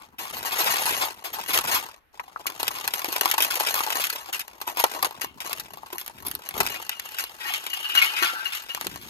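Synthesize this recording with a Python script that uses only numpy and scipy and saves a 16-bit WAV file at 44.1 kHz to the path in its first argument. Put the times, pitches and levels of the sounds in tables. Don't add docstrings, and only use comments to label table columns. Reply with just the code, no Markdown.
import sys
import numpy as np
from scipy import signal
from scipy.fft import rfft, irfft, next_fast_len
from scipy.io import wavfile
from scipy.ndimage import uniform_filter1d

SR = 44100
rng = np.random.default_rng(int(sys.argv[2]) if len(sys.argv) > 2 else 0)


def bounce(signal):
    frames = np.transpose(np.atleast_2d(signal))
    limited = np.clip(frames, -1, 1)
    pcm = np.round(limited * 32767).astype(np.int16)
    wavfile.write(sys.argv[1], SR, pcm)


N = 400869

# [t/s, relative level/dB]
GRIP = [(0.0, -62), (.99, -50.5), (1.16, -66), (1.72, -48), (2.0, -82), (2.53, -58.5), (4.48, -69),
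        (5.49, -54.5), (6.08, -69), (6.25, -43), (6.45, -67.5), (6.6, -40.5), (6.84, -67), (8.63, -70),
        (8.81, -50), (9.09, -50.5)]
# [f/Hz, relative level/dB]
RUMBLE_COLOUR = [(30, -32), (60, -1.5), (100, -4.5), (200, -3), (400, -5.5), (700, -38.5)]
# [f/Hz, relative level/dB]
HISS_COLOUR = [(25, -12.5), (57, 5), (100, -14), (900, -11), (2000, -12), (8000, -38), (12500, -24),
               (14000, -28), (16000, -79)]
# [f/Hz, time to fall 60 dB/s]
ROOM_FALL = [(200, .1), (2000, .045), (12000, .025)]
# [f/Hz, level/dB]
ROOM_LEVEL = [(200, -6.5), (1500, -1), (5000, 2), (12000, -7.5)]
# [f/Hz, lead/rad]
LEFT_LEAD = [(0, 0), (600, .9), (1460, 2.4), (3000, 3), (4800, 7.6), (6700, 11.9), (7600, 9.7), (9100, 9.3),
             (11000, 6.9), (16500, 6.1)]
# [f/Hz, level/dB]
LEFT_LEVEL = [(60, -3.5), (600, 9), (1500, 8.5), (5000, 7.5), (12000, -0.5)]

# [f/Hz, relative level/dB, time to fall 60 dB/s]
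BASE_MODES = [(345, -14, .06), (860, -4, .035), (1378, 5, .07), (1540, 4, .06), (1880, -1, .05),
              (2180, 3, .08), (2480, 1, .08), (2760, 1, .07), (2875, 3, .06), (2995, 1, .05),
              (3150, 2, .08), (3560, -5, .05), (3910, -5, .05)]
# [t/s, relative level/dB, clatter's time to fall 60 dB/s, favoured f/Hz]
LANDINGS = [(4.331, -11.5, 0.12, 2760), (5.215, -24.5, 0.3, 2840), (6.717, -16, 0.1, 2520),
            (6.748, -14, 0.08, 2590), (6.914, -17, 0.15, 2800), (7.481, -7, 0.08, 1860),
            (7.536, -22, 0.08, 3010), (7.555, -14.5, 0.11, 2950), (7.7314, -9, 0.069, 3020),
            (7.8411, -11.5, 0.16, 2940), (7.893, -9.5, 0.08, 2870), (7.9164, -11.5, 0.088, 2860),
            (7.951, 3, 0.099, 1420), (7.9717, -1, 0.19, 2710), (8.0149, -1, 0.15, 2250),
            (8.041, -8, 0.45, 3300), (8.1643, -7, 0.46, 2310), (8.2237, 0, 0.32, 1300),
            (8.268, -11, 0.099, 1390), (8.452, -11.5, 0.18, 2830), (8.521, -17, 0.13, 2820),
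            (8.5455, -17.5, 0.27, 3010), (8.692, -18, 0.28, 2800)]
# [t/s, relative level/dB, favoured f/Hz]
ROLLING = [(6.6, -87, 2700), (6.7, -38, 2770), (6.85, -48.5, 2830), (7.25, -37, 2880), (7.34, -77, 2800),
           (7.41, -27.5, 1850), (7.47, -24, 1870), (7.5, -24.5, 3260), (7.63, -45, 2970), (7.82, -32, 2880),
           (7.93, -35.5, 2860), (8.12, -28.5, 2580), (8.3, -34.5, 1370), (8.42, -29.5, 1530),
           (8.58, -43.5, 1560), (8.7, -76, 1520)]
# [f/Hz, relative level/dB]
SHELL_COLOUR = [(500, -30.5), (1200, 0), (3300, -3), (5700, -11), (7600, -15), (12700, -8.5), (16000, -41)]
# [t/s, level/dB, f/Hz, cycles to fall 60 dB]
WALL_BUMPS = [(2.198, -19.5, 1000, 21), (2.196, -12, 1980, 7.7), (2.361, -14.5, 1240, 11.4),
              (2.457, -17.5, 1120, 11), (3.084, -20, 322, 11), (5.241, -25, 378, 9.3),
              (5.93, -27.5, 363, 17), (6.596, -29, 402, 42), (8.22, -29, 354, 51), (8.864, -18.5, 366, 6.7)]

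# [t/s, film level/dB]
SLIDING = [(0, -52), (.16, -78), (.22, -44.5), (.68, -34), (.9, -32.5), (1.08, -40), (1.22, -58.5),
           (1.46, -39.5), (1.75, -37.5), (1.94, -53.5), (2.1, -116)]
# [t/s, film level/dB]
KNEADING = [(2.13, -59), (2.3, -61), (2.68, -42), (3.44, -36), (3.88, -35.5), (4.18, -40), (4.43, -63.5),
            (4.93, -41), (5.26, -61.5), (5.36, -64.5), (5.48, -38), (5.68, -54.5), (6.2, -54.5),
            (6.42, -52), (6.66, -36.5), (6.97, -53), (7.12, -44), (7.32, -51), (7.5, -43), (8.1, -42.5),
            (8.66, -53), (8.82, -44), (9.09, -45)]
# [t/s, relative level/dB]
SLUMP_TIMES = [(0.1825, -30.5), (0.324, -33), (0.451, -24.5), (0.514, -24.5), (0.582, -19), (0.596, -23.5),
               (0.655, -20), (0.699, -20), (0.75, -26.5), (0.79, -27), (0.852, -22.5), (0.876, -21.5),
               (0.922, -28), (0.974, -29), (1.0074, -20), (1.2386, -28.5), (1.328, -28.5), (1.48, -24),
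               (1.5306, -15.5), (1.6706, -22.5), (1.71, -18), (1.738, -18)]
# [hollow level/dB, film level/dB, sizzle level/dB]
SLUMP_BALANCE = [-3, 1, 1]
# [t/s, relative level/dB, hollow compared with film/dB, flutter scale/s]
CRACKS = [(1.574, -9.5, -13, 0.014), (1.586, -12.5, -6, 0.023), (1.886, -33, 0, 0.04),
          (2.198, -31.5, -22, 0.015), (2.466, -18, -16, 0.056), (2.5, -25, -5, 0.015),
          (2.596, -26.5, -4.5, 0.11), (2.6287, -15, -7, 0.025), (2.6788, -9.5, -13.5, 0.027),
          (2.713, -29, -4, 0.017), (2.8752, -12.5, -15, 0.014), (2.9362, -11.5, -12.5, 0.042),
          (3.0434, -18, -1, 0.016), (3.125, -17, -8.5, 0.051), (3.162, -12, -34, 0.02),
          (3.209, -11, -10, 0.03), (3.214, -22, 5.5, 0.02), (3.255, -12.5, -2.5, 0.049),
          (3.2984, -21, -3, 0.042), (3.3119, -6, -42, 0.038), (3.3385, -14.5, -2.5, 0.019),
          (3.379, -14, -5, 0.055), (3.4035, -10, -10, 0.04), (3.42, -17.5, -17, 0.11),
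          (3.446, -16.5, -6, 0.086), (3.5078, -21.5, -28, 0.1), (3.554, -20, -24, 0.04),
          (3.598, -25, -6, 0.15), (3.6658, -34.5, -8, 0.3), (3.7405, -15, -9, 0.034),
          (3.7535, -26, -3.5, 0.14), (3.7905, -17.5, -17, 0.03), (3.804, -18.5, 4, 0.02),
          (3.902, -16, -6.5, 0.059), (3.9232, -17.5, -11, 0.057), (3.9537, -16, -7.5, 0.074),
          (4.003, -24.5, -32, 0.14), (4.039, -17, -31, 0.082), (4.067, -18, -25, 0.04),
          (4.0976, -22, -32, 0.072), (4.3272, -27.5, -13.5, 0.16), (4.393, -24, -18, 0.1),
          (4.479, -27.5, -9, 0.02), (4.613, -22.5, -5.5, 0.058), (4.673, -39.5, -0.5, 0.22),
          (4.77, -29.5, -0.5, 0.19), (4.793, -25.5, -29, 0.16), (4.8381, -8.5, 2.5, 0.041),
          (4.9474, -45.5, 11, 0.17), (5.025, -16.5, 2, 0.062), (5.045, -15, -4, 0.07),
          (5.1078, -29.5, 2, 0.026), (5.2105, -25, -11.5, 0.11), (5.2441, -20, -4, 0.013),
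          (5.4022, -35.5, -10, 0.14), (5.529, -14.5, -16, 0.013), (5.596, -26, -16, 0.065),
          (5.734, -34.5, -16, 0.039), (5.771, -38.5, 5, 0.044), (5.831, -44.5, 16.5, 0.029),
          (5.9267, -30, -0.5, 0.068), (5.981, -20.5, -30, 0.018), (5.99, -34.5, -22, 0.14),
          (6.012, -29.5, -6, 0.026), (6.061, -27, -13, 0.033), (6.077, -23, -11, 0.014),
          (6.223, -40.5, 7.5, 0.07), (6.249, -36.5, 2.5, 0.071), (6.2643, -34.5, -8, 0.13),
          (6.3118, -24, -11, 0.019), (6.35, -22, -18, 0.0097), (6.4877, -22.5, -13, 0.04),
          (6.552, -44, 9, 0.17), (6.578, -24.5, 0, 0.062), (6.6023, -9, -6, 0.06),
          (6.652, -25.5, 1.5, 0.012), (6.6633, -14, -16, 0.02), (6.671, -16, -10, 0.023),
          (6.799, -37, 9, 0.023), (6.892, -15, -17, 0.034), (6.996, -16, -46, 0.01),
          (7.184, -28, -16.5, 0.16), (7.238, -19, -15, 0.027), (7.536, -19, -14.5, 0.1),
          (7.664, -21.5, -7, 0.062), (7.7333, -23.5, -38, 0.072), (7.9494, -19, -21, 0.033),
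          (8.019, -29, -12, 0.21), (8.227, -36, -2, 0.18), (8.523, -38, -41, 0.33),
          (8.7467, -14, -13, 0.014), (8.773, -35, 7, 0.015), (8.81, -16.5, -9, 0.017),
          (8.867, -13.5, -14, 0.011), (8.9576, -25, -4.5, 0.024)]
# [t/s, level/dB]
CRACK_TREBLE = [(2.2, -3.5), (2.5, 0), (5.3, -1), (5.55, 1.5), (6.5, 7.5), (6.6, -0.5), (8.6, -3),
                (8.75, -1.5)]
# [f/Hz, relative level/dB]
HOLLOW_COLOUR = [(120, -38.5), (330, -4.5), (600, -4), (860, 5.5), (1100, 4), (1500, -8), (2500, -52.5)]
# [f/Hz, relative level/dB]
FILM_COLOUR = [(700, -22), (1400, -0.5), (1900, 0.5), (2800, 0), (4400, -5), (5600, -5.5), (6800, -4),
               (7500, -7.5), (9000, -3), (12000, -51.5)]
# [f/Hz, relative level/dB]
SIZZLE_COLOUR = [(7000, -78), (9300, 1.5), (10500, -0.5), (12700, 5), (14000, -2.5), (15600, -14.5),
                 (16500, -63)]

TOP_HZ = 16700
BODY_HZ, BODY_DB = 1000, -4.5
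SHELL_ROLL_DB, SHELL_LAND_DB = -13, -22
FIRM_DB = -40
HOLLOW_DB, HOLLOW_GROWS = -2, 0.7
SIZZLE_DB, SIZZLE_GROWS = -2.5, 1.1
LIFT_S, CLEAR_S, LIFT_LOSS_DB = 5.6, 7.9, 6
FLIP_DB, FLUTTER_DB = [13.5, 9, 9], [-3, -5.5, -5]
BUILD_S = 0.0018
BURST = SR // 4


def amp(db):
    return 10 ** (np.asarray(db) / 20)


def unit(x):
    return x / np.sqrt(np.mean(x ** 2) + 1e-20)


def along(points, hz):
    f, v = np.transpose(points)
    return np.interp(np.log(hz + 1), np.log(f + 1), v)


def curves(rows):
    s, *cols = np.transpose(rows)
    return [np.interp(np.arange(N) / SR, s, c) for c in cols]


def filtered(x, response):
    m = next_fast_len(N + SR // 2)
    spectrum = rfft(x, m) * response(np.fft.rfftfreq(m, 1 / SR))
    return irfft(spectrum, m)[..., :N]


def coloured(x, spectrum):
    size = 2 ** 12
    gain = unit(amp(along(spectrum, np.fft.rfftfreq(size, 1 / SR))))
    cepstrum = irfft(np.log(gain), size)
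    cepstrum[1:size // 2] *= 2
    cepstrum[size // 2 + 1:] = 0
    kernel = irfft(np.exp(rfft(cepstrum)), size)
    if x.ndim > 1:
        kernel = kernel[None]
    return signal.fftconvolve(x, kernel, axes=-1)[..., :N]


def fade(t60, rise):
    t = np.arange(BURST) / SR
    return amp(-60 * t / max(t60, .003)) * (1 - np.exp(-t / max(rise, 1e-5)))


def add_burst(power, s, burst):
    power[..., round(s * SR):][..., :BURST] += burst ** 2


def grains(per_s, spread_db, t60, bed_db=-30):
    happens = rng.random(N) < per_s / SR
    sizes = happens * amp(spread_db * np.clip(rng.standard_normal(N), -2, 1.5))
    power = signal.fftconvolve(sizes ** 2, fade(t60, 0.00086) ** 2)[:N]
    return unit(unit(np.sqrt(np.abs(power))) + amp(bed_db))


def patchy(depth_db):
    z = signal.stft(rng.standard_normal(N), nperseg=256)[2]
    field = uniform_filter1d(rng.standard_normal(z.shape), size=4, axis=0)
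    field = uniform_filter1d(field, size=6, axis=1)
    return unit(signal.istft(z * amp(depth_db * unit(field)), nperseg=256)[1][:N])


def background():
    shared = rng.standard_normal(N)
    own = rng.standard_normal((2, N))
    rumble = amp(curves(GRIP)[0]) * grains(170, 6.3, 0.055) * (shared + 0.58 * own)
    rumble = coloured(rumble, RUMBLE_COLOUR) * amp([[1.6], [-1.6]])
    hiss = amp(-65.0) * coloured(rng.standard_normal((2, N)), HISS_COLOUR)
    return rumble + hiss


def room(x, count=5):
    hz, t, z = signal.stft(rng.standard_normal((count, 2, SR // 5)), SR, nperseg=256)
    z = z * amp(-60 * t / np.maximum(along(ROOM_FALL, hz), .01)[:, None])
    energy = np.mean(np.sum(np.abs(z) ** 2, axis=3), axis=(0, 1))
    z = z / np.sqrt(energy)[:, None]
    tails = signal.istft(z, SR, nperseg=256)[1]
    tails = tails / np.linalg.norm(tails) * np.sqrt(2 * count)
    turn = np.arange(N) // (SR // 20) % count
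    wet = sum(signal.oaconvolve(x[None] * (turn == k), tail, axes=1)[:, :N] for k, tail in enumerate(tails))
    return filtered(wet, lambda hz: amp(along(ROOM_LEVEL, hz)))


def ports(x):
    side = np.array([[1], [-1]]) / 2

    def response(hz):
        lead = np.interp(hz, *np.transpose(LEFT_LEAD))
        return amp(side * along(LEFT_LEVEL, hz)) * np.exp(1j * side * lead)

    return filtered(x, response)


def favour(hz, centre_hz, narrow_db, least_db):
    return amp(np.maximum(-narrow_db * np.log2(hz / centre_hz) ** 2, least_db))


def base_ring():
    roll_db, roll_hz = curves(ROLLING)
    bumps = grains(200, 6, .025, bed_db=-6)
    out = np.zeros(N)
    for hz, level, life in BASE_MODES:
        touched = amp(BODY_DB) if hz < BODY_HZ else favour(hz, roll_hz, 400, -22)
        push = np.pad((amp(roll_db) * touched * bumps) ** 2, (0, SR))
        for s, db, t60, centre_hz in LANDINGS:
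            clatter = fade(t60, 0.00031) + 0.86 * fade(0.0026, .0001)
            size = amp(db - 12.5 + rng.normal(0, 2))
            add_burst(push, s, size * favour(hz, centre_hz, 230, -14) * clatter)
        mode = signal.iirpeak(hz, hz * max(life, .01) * np.pi / np.log(1000), SR)
        drive = np.sqrt(push[:N]) * rng.standard_normal(N)
        evened = np.sqrt(SR * life / np.log(1000) / 2)
        out += amp(level - 10.0) * evened * signal.lfilter(*mode, drive)
    return out


def shell_clicks():
    power = np.pad(amp(curves(ROLLING)[0] + SHELL_ROLL_DB) ** 2, (0, SR))
    for s, db, t60, _ in LANDINGS:
        add_burst(power, s, amp(db + SHELL_LAND_DB) * fade(1.02 * t60, 0.00021))
    clicks = grains(890, 3.0, 0.0042, bed_db=-1) * rng.standard_normal(N)
    return coloured(np.sqrt(power[:N]) * clicks, SHELL_COLOUR)


def wall_bumps():
    out = np.zeros(N + SR)
    t = np.arange(BURST) / SR
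    for s, db, hz, cycles in WALL_BUMPS:
        tone = fade(cycles / hz, 0.6 / hz) * np.sin(2 * np.pi * hz * t)
        out[round(s * SR):][:BURST] += amp(db) * tone
    return out[:N]


def tin():
    return base_ring() + shell_clicks() + wall_bumps()


def add_handling(push):
    t = np.arange(N) / SR
    late = t > KNEADING[0][0]
    lifted_db = LIFT_LOSS_DB * np.interp(t, [LIFT_S, CLEAR_S], [0, 1])
    slide_grain = grains(650, 10.2, 0.011)
    knead_grain = grains(260, 9.7, 0.015, bed_db=-7.0)
    for rows, active, grain in ((SLIDING, ~late, slide_grain), (KNEADING, late, knead_grain)):
        film_db, = curves(rows)
        hollow_db = FIRM_DB + HOLLOW_DB + HOLLOW_GROWS * (film_db - FIRM_DB) - lifted_db
        sizzle_db = FIRM_DB + SIZZLE_DB + SIZZLE_GROWS * (film_db - FIRM_DB)
        push[:, :N] += (active * grain * amp([hollow_db, film_db, sizzle_db])) ** 2


def add_slumps(push):
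    shape = np.array([fade(0.17, 0.014), fade(0.16, 0.012), fade(0.13, 0.011)])
    slump = amp(SLUMP_BALANCE)[:, None] * shape
    for s, db in SLUMP_TIMES:
        add_burst(push, s, amp(db) * slump)


def cracks():
    settle, kicks = np.zeros((2, 3, N + SR))
    chances = rng.random((len(CRACKS), 2))
    for (s, db, hollow_db, t60), (gap, share) in zip(CRACKS, chances):
        treble_db = np.interp(s, *np.transpose(CRACK_TREBLE))
        bands_db = db + np.array([hollow_db, 0, treble_db])
        size = amp(bands_db + FLIP_DB)
        kick_s = s + BUILD_S
        kicks[:, round(kick_s * SR)] += size
        kicks[:, round((kick_s + .0002 + .001 * gap) * SR)] += (1.79 * share - .4) * size
        flutter = np.array([fade(1.16 * t60, 0.0025), fade(t60, 0.0016), fade(t60, 0.00063)])
        flutter *= t60 / 0.074
        add_burst(settle, s, amp(bands_db + FLUTTER_DB)[:, None] * flutter)
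    return settle, kicks


def bag():
    push = np.zeros((3, N + SR))
    add_handling(push)
    add_slumps(push)
    settle, kicks = cracks()
    ticks = grains(450, 7.4, 0.0093, bed_db=-6.5)
    push[:, :N] += settle[:, :N] * ticks ** 2
    noise = np.array([patchy(3.2), patchy(0.91), patchy(5.1)])
    shake = np.sqrt(push[:, :N]) * noise + kicks[:, :N]
    colours = (HOLLOW_COLOUR, FILM_COLOUR, SIZZLE_COLOUR)
    return sum(coloured(x, colour) for x, colour in zip(shake, colours))


def scene():
    near = bag() + tin()
    return ports(near) + room(near) + background()


def record(dry):
    rounded = dry / (1 + np.abs(dry / .9) ** 4) ** (1 / 4)
    return filtered(rounded, lambda hz: hz < TOP_HZ)


dry = scene()
out = record(dry)
bounce(out)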